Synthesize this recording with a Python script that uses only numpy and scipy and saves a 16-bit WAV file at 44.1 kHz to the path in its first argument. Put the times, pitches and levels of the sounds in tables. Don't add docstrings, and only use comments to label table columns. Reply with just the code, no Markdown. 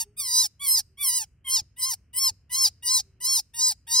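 import sys
import numpy as np
from scipy import signal
from scipy.fft import rfft, irfft, next_fast_len
from scipy.io import wavfile
from scipy.ndimage import uniform_filter1d, map_coordinates

SR = 44100
rng = np.random.default_rng(int(sys.argv[2]) if len(sys.argv) > 2 else 0)


def volts(x):
    e = np.asarray(x, float) / 20
    return 10 ** e


def materialize(psi):
    bounded = np.clip(np.atleast_2d(psi).T, -1, 1)
    quanta = np.round(bounded * 32767).astype(np.int16)
    wavfile.write(sys.argv[1], SR, quanta)


N = 176400

# f/Hz, slope-free density level/dB
RUMBLE = [(15, -39), (25, -4.5), (75, 1), (127, -5.5), (189, -16), (374, -26.5), (884, -40.5), (1350, -37),
          (3000, -37.5), (3900, -75.5), (6600, -120)]
RUMBLE_DB, RUMBLE_SIDE_DB, SIDE_FULL_HZ, RUMBLE_RISE_DB_PER_S = -60, -7.5, 400, 0.2

# start t/s, length t/s, first f/Hz, last f/Hz, level/dB
COOS = [
    (0, 0.33, 412, 423, -73),
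    (0.847, 0.16, 370, 370, -78),
    (3.02, 0.33, 400, 377, -72),
    (3.554, 0.16, 357, 336, -70.5),
]
COO_OCTAVE_DB = -24

# t/s, level/dB
KNOCKS = [
    (1.617, -47),
    (2.312, -46),
    (2.70, -59),
]
KNOCK_DECAY_S, RUB_TOP_HZ, THUMP_HZ = 0.0114, 251, 88.4

FENCE_S, FENCE_DB = .0035, -14
YARD_T60_S, YARD_DB, TAIL_T60_S, TAIL_DB, YARD_TOP_HZ = .06, -24, .4, -35, 5000

# t/s, f/Hz, effort level/dB, nose level/dB, mouth level/dB
STRUGGLING = [
    [(0.176, 1247, -63, 11, 16), (0.202, 1217, -34.5, -4, 6.5), (0.218, 1128, -39, -9, 5),
     (0.288, 973, -33.5, -19, -4), (0.356, 984.5, -25, -30, -1.5), (0.388, 993, -20.5, -32, -5),
     (0.416, 1033, -23, -28, -6.5), (0.454, 856.5, -28.5, -24.5, -8.5), (0.464, 788, -34, -19.5, -6.5)],
    [(0.604, 1135, -64, 9.5, 14), (0.62, 1146, -48.5, 4.5, 6), (0.654, 1127, -37, -8.5, 5),
     (0.664, 1090, -37, -8, 2), (0.69, 1020, -30, -21, 5), (0.734, 1048, -25.5, -37.5, -5),
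     (0.776, 987, -24, -31.5, -9), (0.792, 879.3, -28, -22, 0), (0.806, 798, -36.5, -17, -6.5)],
    [(0.981, 1132, -67, 16.5, 8), (1.013, 1185, -52.5, 17.5, 17.5), (1.045, 1102, -33, -8, 5),
     (1.091, 995.5, -28.5, -17.5, 2), (1.119, 972.7, -31.5, -16.5, 2), (1.177, 1011, -26, -23.5, -3.5),
     (1.191, 937.4, -34, -16, -4.5), (1.211, 925, -30.5, -21, -3.5), (1.24, 809.7, -45, -7.5, -5)],
    [(1.453, 1099, -68.5, 21.5, 14), (1.483, 1035, -49.5, 12, 13), (1.513, 1061, -27, -20, 2),
     (1.525, 1057, -23.5, -24, -8), (1.555, 1076, -21, -26, -13), (1.579, 933.3, -24.5, -23, -15),
     (1.585, 916.6, -29, -23, -7), (1.597, 841, -29.5, -20.5, -15), (1.605, 823.4, -40.5, -15, -10)],
]
# t/s, f/Hz, effort level/dB, nose level/dB, mouth level/dB
ARCHED = [
    [(1.772, 983, -71, 16, 12), (1.796, 1041, -49.5, 0, 10.5), (1.83, 991.2, -29.5, -24, -0.5),
     (1.866, 1062, -26.5, -19, -11.5), (1.892, 1057, -28, -19.5, -9.5), (1.918, 982, -27, -25.5, -8),
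     (1.93, 862.4, -31, -24, -11), (1.94, 833, -33, -15.5, -5)],
    [(2.14, 1013, -59.5, 11.5, 10.5), (2.152, 990, -51.5, 7, 11), (2.184, 1038, -29, -17.5, 4),
     (2.204, 1104, -26.5, -21, -7), (2.24, 1074, -22, -18.5, -7.5), (2.276, 1037, -23.5, -18.5, -10),
     (2.286, 954.2, -25, -26.5, -11.5), (2.296, 938, -28, -15.5, -8)],
    [(2.504, 999.6, -59.5, 7.5, 5), (2.518, 997, -47, 1.5, 10.5), (2.552, 1019, -23, -24, -9.5),
     (2.566, 1057, -27.5, -14.5, -3.5), (2.584, 1094, -22.5, -23, -10.5), (2.636, 1053, -24, -21, -7),
     (2.656, 992.2, -20, -29, -11), (2.684, 793, -31.5, -18, -9)],
    [(2.833, 979, -58.5, 11.5, 12), (2.871, 961, -30, -19, -1), (2.889, 985, -22.5, -27.5, -10.5),
     (2.929, 1063, -22, -29.5, -9.5), (2.955, 1032, -21, -41.5, -11), (2.979, 995, -21.5, -33, -8.5),
     (2.995, 842, -27.5, -20, -8.5), (3.004, 787, -28.5, -24.5, -10.5)],
    [(3.212, 1000, -53, 2, 8.5), (3.25, 998, -29, -22, 1), (3.28, 1069, -23, -29.5, -9),
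     (3.3, 1095, -23, -25, -11), (3.364, 1036, -22.5, -31.5, -8.5), (3.382, 945, -25.5, -38, -9),
     (3.39, 848, -27, -25, -5), (3.398, 822, -28.5, -22.5, -3.5)],
    [(3.545, 940, -56, 7.5, 4), (3.595, 942, -27, -22, -8.5), (3.629, 1016, -21.5, -34.5, -11),
     (3.665, 1014, -22, -35, -10), (3.693, 985, -22.5, -33, -8), (3.703, 945, -28, -28, -10),
     (3.713, 829, -28.5, -25, -3.5), (3.724, 820, -32.5, -18, -8.5)],]
# t/s, f/Hz, effort level/dB, nose level/dB, mouth level/dB
EDGES = [
    [(0.0, 945.6, -32.5, -16.5, -3), (0.012, 911.4, -29.5, -14.5, -3), (0.035, 910.6, -45.5, -5, -2)],
    [(3.878, 924.4, -56.5, 8.5, 6.5), (3.922, 941.3, -28.5, -20, -7), (3.96, 1007, -24, -29.5, -9.5),
     (4.0, 1023, -23.5, -29, -7.5)],
]
PAN_DB = [-.3, -1, -1.4, -1.1, -0.0067, -0.053, 0.86, 0.35, 0.76, -0.12, 0.44, 0.41]
LAG_SAMPLES = [.1, -0.13, 0.15, -.1, 0.2, 0.081, 0.067, .1, -0.015, 0.093, -.05, .05]
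LAG_SWAY = .2
HOARSE = [.1, .03, .12, 0, .05, .2, .15, .28, .2, .28, .2, .15]

ATTACK_S, RELEASE_S, CLOSE_DB_PER_S = .011, 0.022, 900
SCOOP_OCT_PER_S, SAG_OCT_PER_S = 11, 15
JITTER, JITTER_PER_GLIDE, RASP_JITTER = .002, .001, .035
FLUTTER_DB, QUICK_FLUTTER = 2.8, .5
HALF_DB = -33
RASP_BELOW_HZ, RASP_SPAN_HZ, RASP_DB = 965, 100, 25
BREATH_DB, BREATH_PER_GLIDE_DB, BREATH_GATE, PATCHY_DB = -38, 2.5, .5, 4
SLACK_BELOW_DB, BREATH_PER_SLACK = -9, 1.2
MOUTH_BREATH_DB, MOST_BREATH_DB, MOST_MOUTH_BREATH_DB = 15, -9, -3
NOSE_BREATH, CHEST_BREATH = .22, .02
CHEST_FOLLOWS, EFFORT_REF_DB = 0.62, -12

# f/Hz, level/dB
CHEST = [(500, -40.5), (800, -27), (1100, -25), (1600, -44)]
# f/Hz, level/dB
NOSE = [(1300, -13.5), (2000, -2.5), (2400, -2), (3100, 2.5), (3700, 1.5), (4500, -50.5)]
# f/Hz, level/dB
THROAT = [(3000, -44.5), (3500, -13.5), (4200, -5), (5100, 2.5), (6000, -4), (7000, -1.5), (8000, -19),
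          (9500, -46.5)]
# f/Hz, level/dB
MOUTH = [(6000, -47.5), (8000, 0.5), (9200, -3), (10500, -7.5), (12500, -5), (14000, -7), (15500, -9.5),
         (17000, -35.5)]
# f/Hz, phase/rad
PORTS = [(1000, .4), (2500, 1.05), (4000, .5), (5600, .6), (6600, 2.9), (7800, 3.3), (8700, 5.2),
         (10500, 6.3), (13150, 9.3), (14600, 9.55), (15700, 12.2)]


def colour(x, points):
    n = next_fast_len(x.shape[-1] + 4096)
    hz, db = np.array(points, float).T
    f = np.maximum(np.arange(4097) * SR / 8192, 1)
    cepstrum = irfft(np.interp(np.log(f), np.log(hz), db) * np.log(10) / 20)
    cepstrum[1:4096] *= 2
    cepstrum[4097:] = 0
    impulse = irfft(np.exp(rfft(cepstrum)))[:4096]
    return irfft(rfft(x, n) * rfft(impulse, n), n)[..., :x.shape[-1]]


def unit(x):
    return x / np.sqrt(np.mean(x ** 2))


def walk(rate):
    k = max(int(SR / rate), 1)
    return unit(uniform_filter1d(uniform_filter1d(rng.standard_normal(N), k), k))


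def rumble():
    shape = list(RUMBLE) + [(8000, -66.5), (16000, -67.0)]
    mid, side = colour(rng.standard_normal((2, N)), shape)
    side = volts(RUMBLE_SIDE_DB) * signal.lfilter(*signal.butter(1, SIDE_FULL_HZ, "high", fs=SR), side)
    rise_db = RUMBLE_RISE_DB_PER_S * (np.arange(N) - N / 2) / SR
    level = volts(RUMBLE_DB + rise_db + 1.0 * walk(3.9))
    traffic = np.array([mid + side, mid - side]) * level / np.std(mid)
    return signal.lfilter(*signal.butter(3, 45, "high", fs=SR), traffic)


def dove(t):
    out, wobble = 0, 0.023 * walk(7.0)
    for start, length, hz, end_hz, db in COOS:
        u = np.clip((t - start) / length, 0, 1)
        phase = 2 * np.pi * np.cumsum((hz + (end_hz - hz) * u) * (1 + wobble)) / SR
        tone = np.sin(phase) + volts(COO_OCTAVE_DB) * np.sin(2 * phase)
        out = out + volts(db + 2.5) * np.sqrt(abs(np.sin(np.pi * u))) * tone
    return out * volts(4.5 * walk(35) - 1.5)


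def knocks(t):
    dull = signal.lfilter(*signal.butter(2, RUB_TOP_HZ, fs=SR), rng.standard_normal(N))
    rub = 0.39 * unit(dull)
    out = 0
    for start, db in KNOCKS:
        age = np.maximum(t - start, 0)
        swing = 2 * np.sin(2 * np.pi * THUMP_HZ * age)
        out = out + volts(db) * (age > 0) * np.exp(-age / KNOCK_DECAY_S) * (swing + rub)
    return out


def yard(x):
    t = np.arange(SR // 2) / SR

    def fade(t60, db):
        return volts(db - 60 * t / t60) / np.sqrt(t60 * SR / 14)

    decay = fade(YARD_T60_S, YARD_DB) + fade(TAIL_T60_S, TAIL_DB)
    echoes = rng.standard_normal((2, len(t))) * decay * (t > FENCE_S)
    dull = signal.lfilter(*signal.butter(1, YARD_TOP_HZ, fs=SR), x)
    return signal.fftconvolve(dull[None], echoes, axes=1)[:, :N]


def squeal_contours(t):
    calls = EDGES[:1] + STRUGGLING + ARCHED + EDGES[1:]
    starts = [call[0][0] - 3 * ATTACK_S for call in calls]
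    which = np.maximum(np.searchsorted(starts, t) - 1, 0)
    hz, effort, on, nose, mouth = np.zeros((5, N))
    for i, call in enumerate(calls):
        s, pitch, db, nose_db, mouth_db = np.array(call, float).T
        now = which == i
        u = t[now]
        early, late = np.maximum(s[0] - u, 0), np.maximum(u - s[-1], 0)
        slide = np.minimum(SCOOP_OCT_PER_S * early + SAG_OCT_PER_S * late, .5)
        hz[now] = np.interp(u, s, pitch) * 2 ** -slide
        effort[now] = np.interp(u, s, db) - CLOSE_DB_PER_S * np.minimum(late, .04) - EFFORT_REF_DB
        nose[now], mouth[now] = np.interp(u, s, nose_db), np.interp(u, s, mouth_db)
        on[now] = np.clip(1 - early / ATTACK_S, 0, 1) * np.exp(-3 * late / RELEASE_S) * volts(EFFORT_REF_DB)
    hz = uniform_filter1d(uniform_filter1d(hz, size=600), size=600)
    return which, hz, uniform_filter1d(effort, size=400), on, nose, mouth


def fold_pulses(phase, hz, on):
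    pulses = 0
    for k in range(1, 24):
        flutter = volts(FLUTTER_DB * (walk(16.0) + QUICK_FLUTTER * walk(90)))
        pulses = pulses + np.cos(k * phase) * flutter * (k * hz < .45 * SR)
    return pulses * (1 + volts(HALF_DB + 1.5 * walk(6.8)) * np.cos(phase / 2)) * on


def breath(phase, glide, rasp, effort, on):
    gate = np.exp((np.cos(phase) - 1) / BREATH_GATE)
    slack = np.clip(SLACK_BELOW_DB - effort, 0, 20)
    rough_db = BREATH_DB + BREATH_PER_GLIDE_DB * glide + BREATH_PER_SLACK * slack
    rough_db = rough_db + RASP_DB * rasp + PATCHY_DB * walk(25)
    air = unit(gate * rng.standard_normal(N)) * np.sqrt(10) * on
    mouth_air = air * volts(np.minimum(rough_db + MOUTH_BREATH_DB, MOST_MOUTH_BREATH_DB))
    return air * volts(np.minimum(rough_db, MOST_BREATH_DB)), mouth_air


def rabbit(t):
    which, hz, effort, on, nose, mouth = squeal_contours(t)
    glide = np.minimum(abs(np.gradient(np.log2(hz))) * SR, 4)
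    rasp = np.clip((RASP_BELOW_HZ - hz) / RASP_SPAN_HZ, 0, 1)
    rasp = rasp + np.array(HOARSE)[which] * np.clip(1 + .6 * walk(20), 0, 2)
    jitter = (JITTER + JITTER_PER_GLIDE * glide + RASP_JITTER * rasp ** 2) * walk(400)
    phase = 2 * np.pi * np.cumsum(hz * (1 + jitter)) / SR
    pulses = fold_pulses(phase, hz, on)
    air, mouth_air = breath(phase, glide, rasp, effort, on)
    chest = colour((pulses + CHEST_BREATH * air) * volts(CHEST_FOLLOWS * effort), CHEST)
    nasal = colour((pulses + NOSE_BREATH * (1 + 4 * rasp) * air) * volts(effort + nose), NOSE)
    throat = colour((pulses + air) * volts(effort), THROAT)
    oral = colour((pulses + mouth_air) * volts(effort + mouth + 1.0 + 2.1 * walk(47)), MOUTH)
    pan = np.array(PAN_DB)[which]
    lag = uniform_filter1d(np.array(LAG_SAMPLES)[which], size=2000) + LAG_SWAY * walk(18)
    return chest + nasal + throat + oral, pan, lag


def microphone_ports(near, pan, lag, t):
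    f = np.arange(N // 2 + 1) * SR / N
    half_lead = np.exp(.5j * np.interp(f, *np.array(PORTS).T))
    spectrum = rfft(near)
    left = irfft(spectrum * half_lead, N) * volts(pan / 2)
    right = irfft(spectrum / half_lead, N) / volts(pan / 2)
    left = map_coordinates(left, [t * SR - .5 * lag], mode="nearest")
    right = map_coordinates(right, [t * SR + .5 * lag], mode="nearest")
    return np.array([left, right])


def scene():
    t = np.arange(N) / SR
    background = rumble() + dove(t) + knocks(t)
    voice, pan, lag = rabbit(t)
    near = voice + volts(FENCE_DB) * np.interp(t - FENCE_S, t, voice)
    return microphone_ports(near, pan, lag, t) + yard(voice) + background


def roll_off(x):
    return signal.sosfilt(signal.butter(12, 15970, fs=SR, output="sos"), x)


def record(dry):
    cut = signal.sosfilt(signal.ellip(10, .2, 100, 15800, fs=SR, output="sos"), dry)
    return roll_off(cut)


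dry = scene()
out = record(dry)
materialize(out)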